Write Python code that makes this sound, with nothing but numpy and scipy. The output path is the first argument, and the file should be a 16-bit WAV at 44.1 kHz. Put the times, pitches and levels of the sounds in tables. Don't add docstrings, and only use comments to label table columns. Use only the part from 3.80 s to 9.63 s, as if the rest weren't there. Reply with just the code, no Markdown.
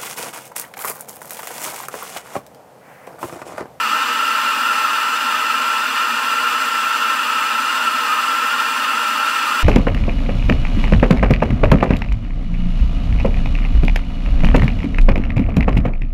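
import sys
import numpy as np
from scipy import signal
from scipy.fft import rfft, irfft, next_fast_len
from scipy.io import wavfile
from scipy.ndimage import uniform_filter1d, map_coordinates

SR = 44100
rng = np.random.default_rng(int(sys.argv[2]) if len(sys.argv) > 2 else 0)


def undo_db(level):
    steps = np.asarray(level, float) / 20
    return 10 ** steps


def transcribe(u):
    v = np.clip(np.atleast_2d(u).T, -1, 1)
    q = np.round(v * 32767).astype(np.int16)
    wavfile.write(sys.argv[1], SR, q)


N = 257103


def unit(x):
    return x / np.sqrt(np.mean(x ** 2) + 1e-20)


def along(points, hz):
    point_hz, value = np.transpose(points)
    return np.interp(np.log(hz + 1), np.log(point_hz + 1), value)


def curves(rows):
    time_s, *columns = np.transpose(rows)
    return [np.interp(np.arange(N) / SR, time_s, column) for column in columns]


def bumps(rows, rise_s, fall_s):
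    t = np.arange(N) / SR
    total = np.zeros(N)
    for peak_s, size in rows:
        side_s = np.where(t < peak_s, rise_s, fall_s)
        total += size * np.exp(-((t - peak_s) / side_s) ** 2)
    return total


def wobble(rate):
    knots = rng.standard_normal(int(N * 400 / SR))
    position = np.arange(N) * min(rate, 390) / SR
    return unit(map_coordinates(knots, [position]))


def flutter(rate):
    shake = wobble(rate)
    return unit(shake - uniform_filter1d(shake, size=int(0.048 * SR)))


def filtered(x, response):
    m = next_fast_len(N + SR // 2)
    return irfft(rfft(x, m) * response(np.fft.rfftfreq(m, 1 / SR)), m)[:N]


def bands(rows, share=1):
    def response(hz):
        gain = np.ones(len(hz), complex)
        for centre, width, db in rows:
            off = centre ** 2 - hz ** 2
            root = undo_db(share * db / 2)
            gain *= (off + 1j * hz * width * root) / (off + 1j * hz * width / root)
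        return gain
    return response


# (frequency [Hz], level [dB])
ROOM_TAIL = [(3000, -40), (5000, -19), (8000, -12), (16000, -12)]


def room(x, t60=0.12):
    t = np.arange(SR // 4) / SR
    tail = rng.standard_normal(len(t)) * undo_db(-60 * t / t60) * (t > .012)
    late = signal.fftconvolve(x, tail / np.linalg.norm(tail))[:N]
    return x + filtered(late, lambda hz: undo_db(along(ROOM_TAIL, hz)))


# (centre [Hz], width [Hz], gain [dB])
CAVITY_ECHOES = [(198, 83, -17.5), (227.7, 124, 15), (412.4, 111, -23), (482.4, 130, 19.5), (491, 484, 7.5),
                 (518.7, 80.5, -17), (627.4, 60.4, 20.5), (648, 90.3, -25), (765, 54, -6.5), (812, 31, 6.5),
                 (892, 60, 6.5), (1017, 24, -6.5), (1056, 22, 6.5), (1124, 65, -6.5), (1194, 28.5, -15.5),
                 (1219.4, 85, 9.5), (1255, 20.4, -11), (1289, 27, 3.5), (1343, 26, 1.4), (1389, 24, -5.5),
                 (1410, 15, 2.5), (1482, 26, -6.5), (1715, 41, -16), (1732, 44, 11.5), (1831, 67, 8),
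                 (1943, 109, -25.0), (1962, 102, 17.5),
                 (2134, 107, -13.9), (2177, 130, 20.0), (2235, 110, -19.8), (2413, 60, 7.0),
                    (2688, 67, 5.2), (2819, 56, 4.4), (2890, 80, -7.3), (2929, 191, 11.2),
                    (3059, 117, -11.9), (3342, 44, 6.1), (3581, 27, -8.3), (3682, 164, 20.0),
                    (3732, 220, -18.9), (3870, 31, -6.2), (3952, 37, 5.7), (3999, 35, -6.8),
                    (4140, 45, 6.2), (4283, 57, 6.5), (4459, 95, 8.3), (4638, 216, -25.0),
                    (4702, 288, 18.4), (5033, 62, -10.4), (5156, 67, -10.8), (5266, 613, 15.7),
                    (5318, 96, -16.9), (5612, 326, -11.4), (5970, 51, 5.5), (6023, 116, -18.4),
                    (6060, 411, 14.7), (6273, 52, -7.8),
                 (6694, 534, -15.1), (6855, 387, 11.1), (7125, 87, 6.1), (7445, 108, -5.4),
                 (7539, 266, 9.5), (8164, 102, -6.8), (8190, 233, 4.6), (8522, 172, -7.5), (8752, 64, -5.6),
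                 (9135, 100, -9.0), (9397, 900, 15.4), (9566, 555, -19.7), (10096, 159, -8.2),
                 (10569, 204, -11.2), (10756, 900, 17.6), (10983, 662, -19.1), (11134, 195, 10.3),
                 (11421, 111, -3.8), (12092, 239, -8.4), (12104, 108, 10.4), (12331, 102, 3.3),
                 (12648, 63, -7.1), (12876, 293, 11.4), (12982, 306, -11.1), (13441, 120, 4.8),
                 (13725, 275, -6.2), (14052, 49, -3.3), (14670, 614, 20.0), (14766, 442, -17.2),
                 (15449, 172, -4.7)]
# (centre [Hz], width [Hz], gain
# [dB])
NARROW_ECHOES = [(933, 15, -3.4), (1316, 18, -2.8), (1632, 20, -2.8), (1874, 15, -3.1), (2017, 15, 2.9),
                 (2136, 15, -3.5), (2222, 15, -4.3), (2275, 29, -9.3), (2285, 66, 6.9), (2324, 25, -5.1),
                 (2469, 15, -4.6), (2534, 15, -9.9), (2580, 74, 3.5), (2639, 16, -6.1), (3046, 15, -3.1),
                 (3257, 74, 6.1), (3262, 32, -12.7), (3407, 15, -7.3), (3579, 15, -3.3), (3728, 15, -4.9),
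                 (3792, 31, -11.6), (3796, 74, 7.3), (3861, 15, -5.1), (4214, 16, -6.1), (4365, 15, -5.2),
                 (4854, 15, -2.5),
                 (5551, 31, -8.0), (5614, 104, 10.0), (5628, 36, -14.0), (5764, 21, -4.7), (6231, 104, 4.0),
               (6390, 20, -8.7), (6638, 25, -5.3), (6938, 40, -6.6), (7003, 98, 6.2), (7039, 44, -8.1),
               (7814, 76, -6.5), (7869, 104, 10.0), (7952, 104, -11.1), (8008, 60, 7.7), (8393, 15, -4.8),
               (8769, 15, -4.9), (8921, 15, -7.3), (9118, 19, -6.1), (9569, 23, -3.9), (9618, 22, 4.1),
               (9698, 27, -3.9), (9890, 15, -6.1), (10169, 80, -8.3), (10203, 102, 8.1), (10304, 44, -4.8),
               (10674, 15, -5.6), (11375, 15, -5.2), (11849, 15, 5.0), (12030, 16, -6.2), (12493, 20, -6.7)]
# (centre [Hz], width [Hz], change [dB])
HAND_ECHOES = [(7600, 140, -0.5), (8366, 110, -3), (8900, 600, 1.5), (9585, 100, 0), (10800, 110, -3),
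               (11800, 500, -3), (12087, 200, 4), (13100, 500, 1), (13454, 200, -6), (13592, 85, 4.7),
               (14200, 600, -2.5), (14627, 125, -1), (15300, 500, 0)]
# (time [s], share done [0-1])
HAND_MOVE = [
    (0, 0),
    (3.25, .05),
    (3.55, .95),
    (5.83, 1),
]


def surroundings(x):
    x = filtered(x, bands(CAVITY_ECHOES, 1.0))
    x = filtered(x, bands(NARROW_ECHOES, 1.25))
    done, = curves(HAND_MOVE)
    before = filtered(x, bands(HAND_ECHOES, -.5))
    after = filtered(x, bands(HAND_ECHOES, .6))
    return (1 - done) * before + done * after


# (time [s], roar level [dB], gas jet boost [dB])
FLAME_LEVEL = [
    (0, -21, 0),
    (1, -21, 0.7),
    (2, -21.5, 0),
    (3, -21.5, 0.5),
    (4, -21.5, 1),
    (5, -21.5, 1.5),
    (5.83, -21, 0.5),
]
# (frequency [Hz], level [dB per Hz])
ROAR_COLOUR = [(60, -56), (150, -28.5), (220, -13.5), (400, -17), (750, -12.5), (1000, -2), (1400, 2.5),
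               (2200, -7), (2800, -5.5), (3900, -15.5), (6500, -23.5), (9300, -24), (10500, -28),
               (15700, -29)]


def roar():
    roar_db, jet_db = curves(FLAME_LEVEL)
    noise = unit(filtered(rng.standard_normal(N), lambda hz: undo_db(along(ROAR_COLOUR, hz))))
    low = filtered(noise, lambda hz: 1 / (1 + (hz / 1700) ** 4))
    jet = filtered(noise, lambda hz: 1 / (1 + (11000 / (hz + 1)) ** 6))
    middle = noise - low - jet
    flicker_db = 0.033 * wobble(12) + 0.36 * wobble(35) + 0.4 * wobble(110)
    jet_swing_db = jet_db + 0.66 * flicker_db + .8 * flutter(50)
    hiss = middle * undo_db(flicker_db) + jet * undo_db(jet_swing_db)
    return undo_db(roar_db) * (low * undo_db(0.27 * flicker_db) + hiss)


# (time [s], pitch [Hz])
NOTE_DRIFT = [(0, 1299), (0.27, 1279), (0.55, 1330), (1, 1320), (1.4, 1332), (1.8, 1315), (2.3, 1352),
              (2.8, 1316), (3.1, 1330), (3.5, 1292), (4, 1335), (4.25, 1288), (4.55, 1333), (5, 1326),
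              (5.83, 1333)]
# (time [s], swell [dB])
GRIP_SWELLS = [(0.047, 3), (0.131, 2.5), (0.247, -4), (0.397, 3.0), (0.507, 3), (0.583, 4), (0.757, -4.5),
               (0.905, 2.6), (1.047, 3), (1.481, 3), (1.527, -3.5), (2.119, -5.5), (2.326, -4.5),
               (2.573, 2.5), (2.659, 4.5), (3.03, -4), (3.421, -5), (3.738, 1), (3.872, -3.5), (4.048, -3),
               (4.075, 4.5), (4.325, 1.5), (4.387, 3.5), (4.554, 3.0), (4.724, 2.5), (4.806, 2.5),
               (4.873, -4.5), (4.942, -3), (5.078, 1), (5.347, -5.5)]
# (time [s], sag [Hz])
NOTE_SAGS = [(0.106, 60.7), (0.265, 99), (0.938, 102.3), (1.087, 66.1), (1.546, 52.95), (2.118, 65.1),
             (2.288, 74.3), (2.706, 57), (3.173, 87.3), (3.367, 53.74), (3.458, 65.06), (3.722, 69.6),
             (4.268, 98.1), (4.362, 62.7), (4.46, 96), (4.77, 124.5), (5.046, 71), (5.136, 61),
             (5.35, 66.87), (5.673, 69.2)]
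TUBE_HZ = 1386
NOTE_DB, NOTE_LIFT_HZ, DB_PER_HZ = -22, 28.02, .015
SWELL_S, SWELL_DEPTH, SWELL_HZ_PER_DB = 0.01605, 1.105, 3
SAG_FALL_S, SAG_BACK_S, SAG_DEPTH = .007, .018, 2.0


def song():
    drift_hz, = curves(NOTE_DRIFT)
    swell_db = SWELL_DEPTH * bumps(GRIP_SWELLS, SWELL_S, SWELL_S)
    sag_hz = SAG_DEPTH * bumps(NOTE_SAGS, SAG_FALL_S, SAG_BACK_S)
    slow_hz = drift_hz + NOTE_LIFT_HZ - TUBE_HZ
    off_hz = slow_hz + SWELL_HZ_PER_DB * swell_db - sag_hz + 21 * wobble(45)
    pull = 1 / (1 + (np.minimum(off_hz, 0) / 380) ** 2)
    pitch_hz = TUBE_HZ + off_hz + 27 * wobble(190)
    phase = 2 * np.pi * np.cumsum(pitch_hz) / SR
    swing = pull * (1 + 0.23 * flutter(80) + 0.13 * wobble(200))
    octave = undo_db(-20.0) * swing * np.sin(2 * phase)
    level = undo_db(NOTE_DB + DB_PER_HZ * slow_hz + swell_db)
    return level * swing * np.sqrt(2) * (np.sin(phase) + octave)


def scene():
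    torch = roar() + song()
    return room(surroundings(torch))[None]


def roll_off(x):
    return signal.sosfilt(signal.butter(12, 15920, fs=SR, output="sos"), x)


def record(dry):
    mix = filtered(dry[0], lambda hz: hz < 15725)[None]
    return roll_off(mix)


dry = scene()
out = record(dry)
transcribe(out)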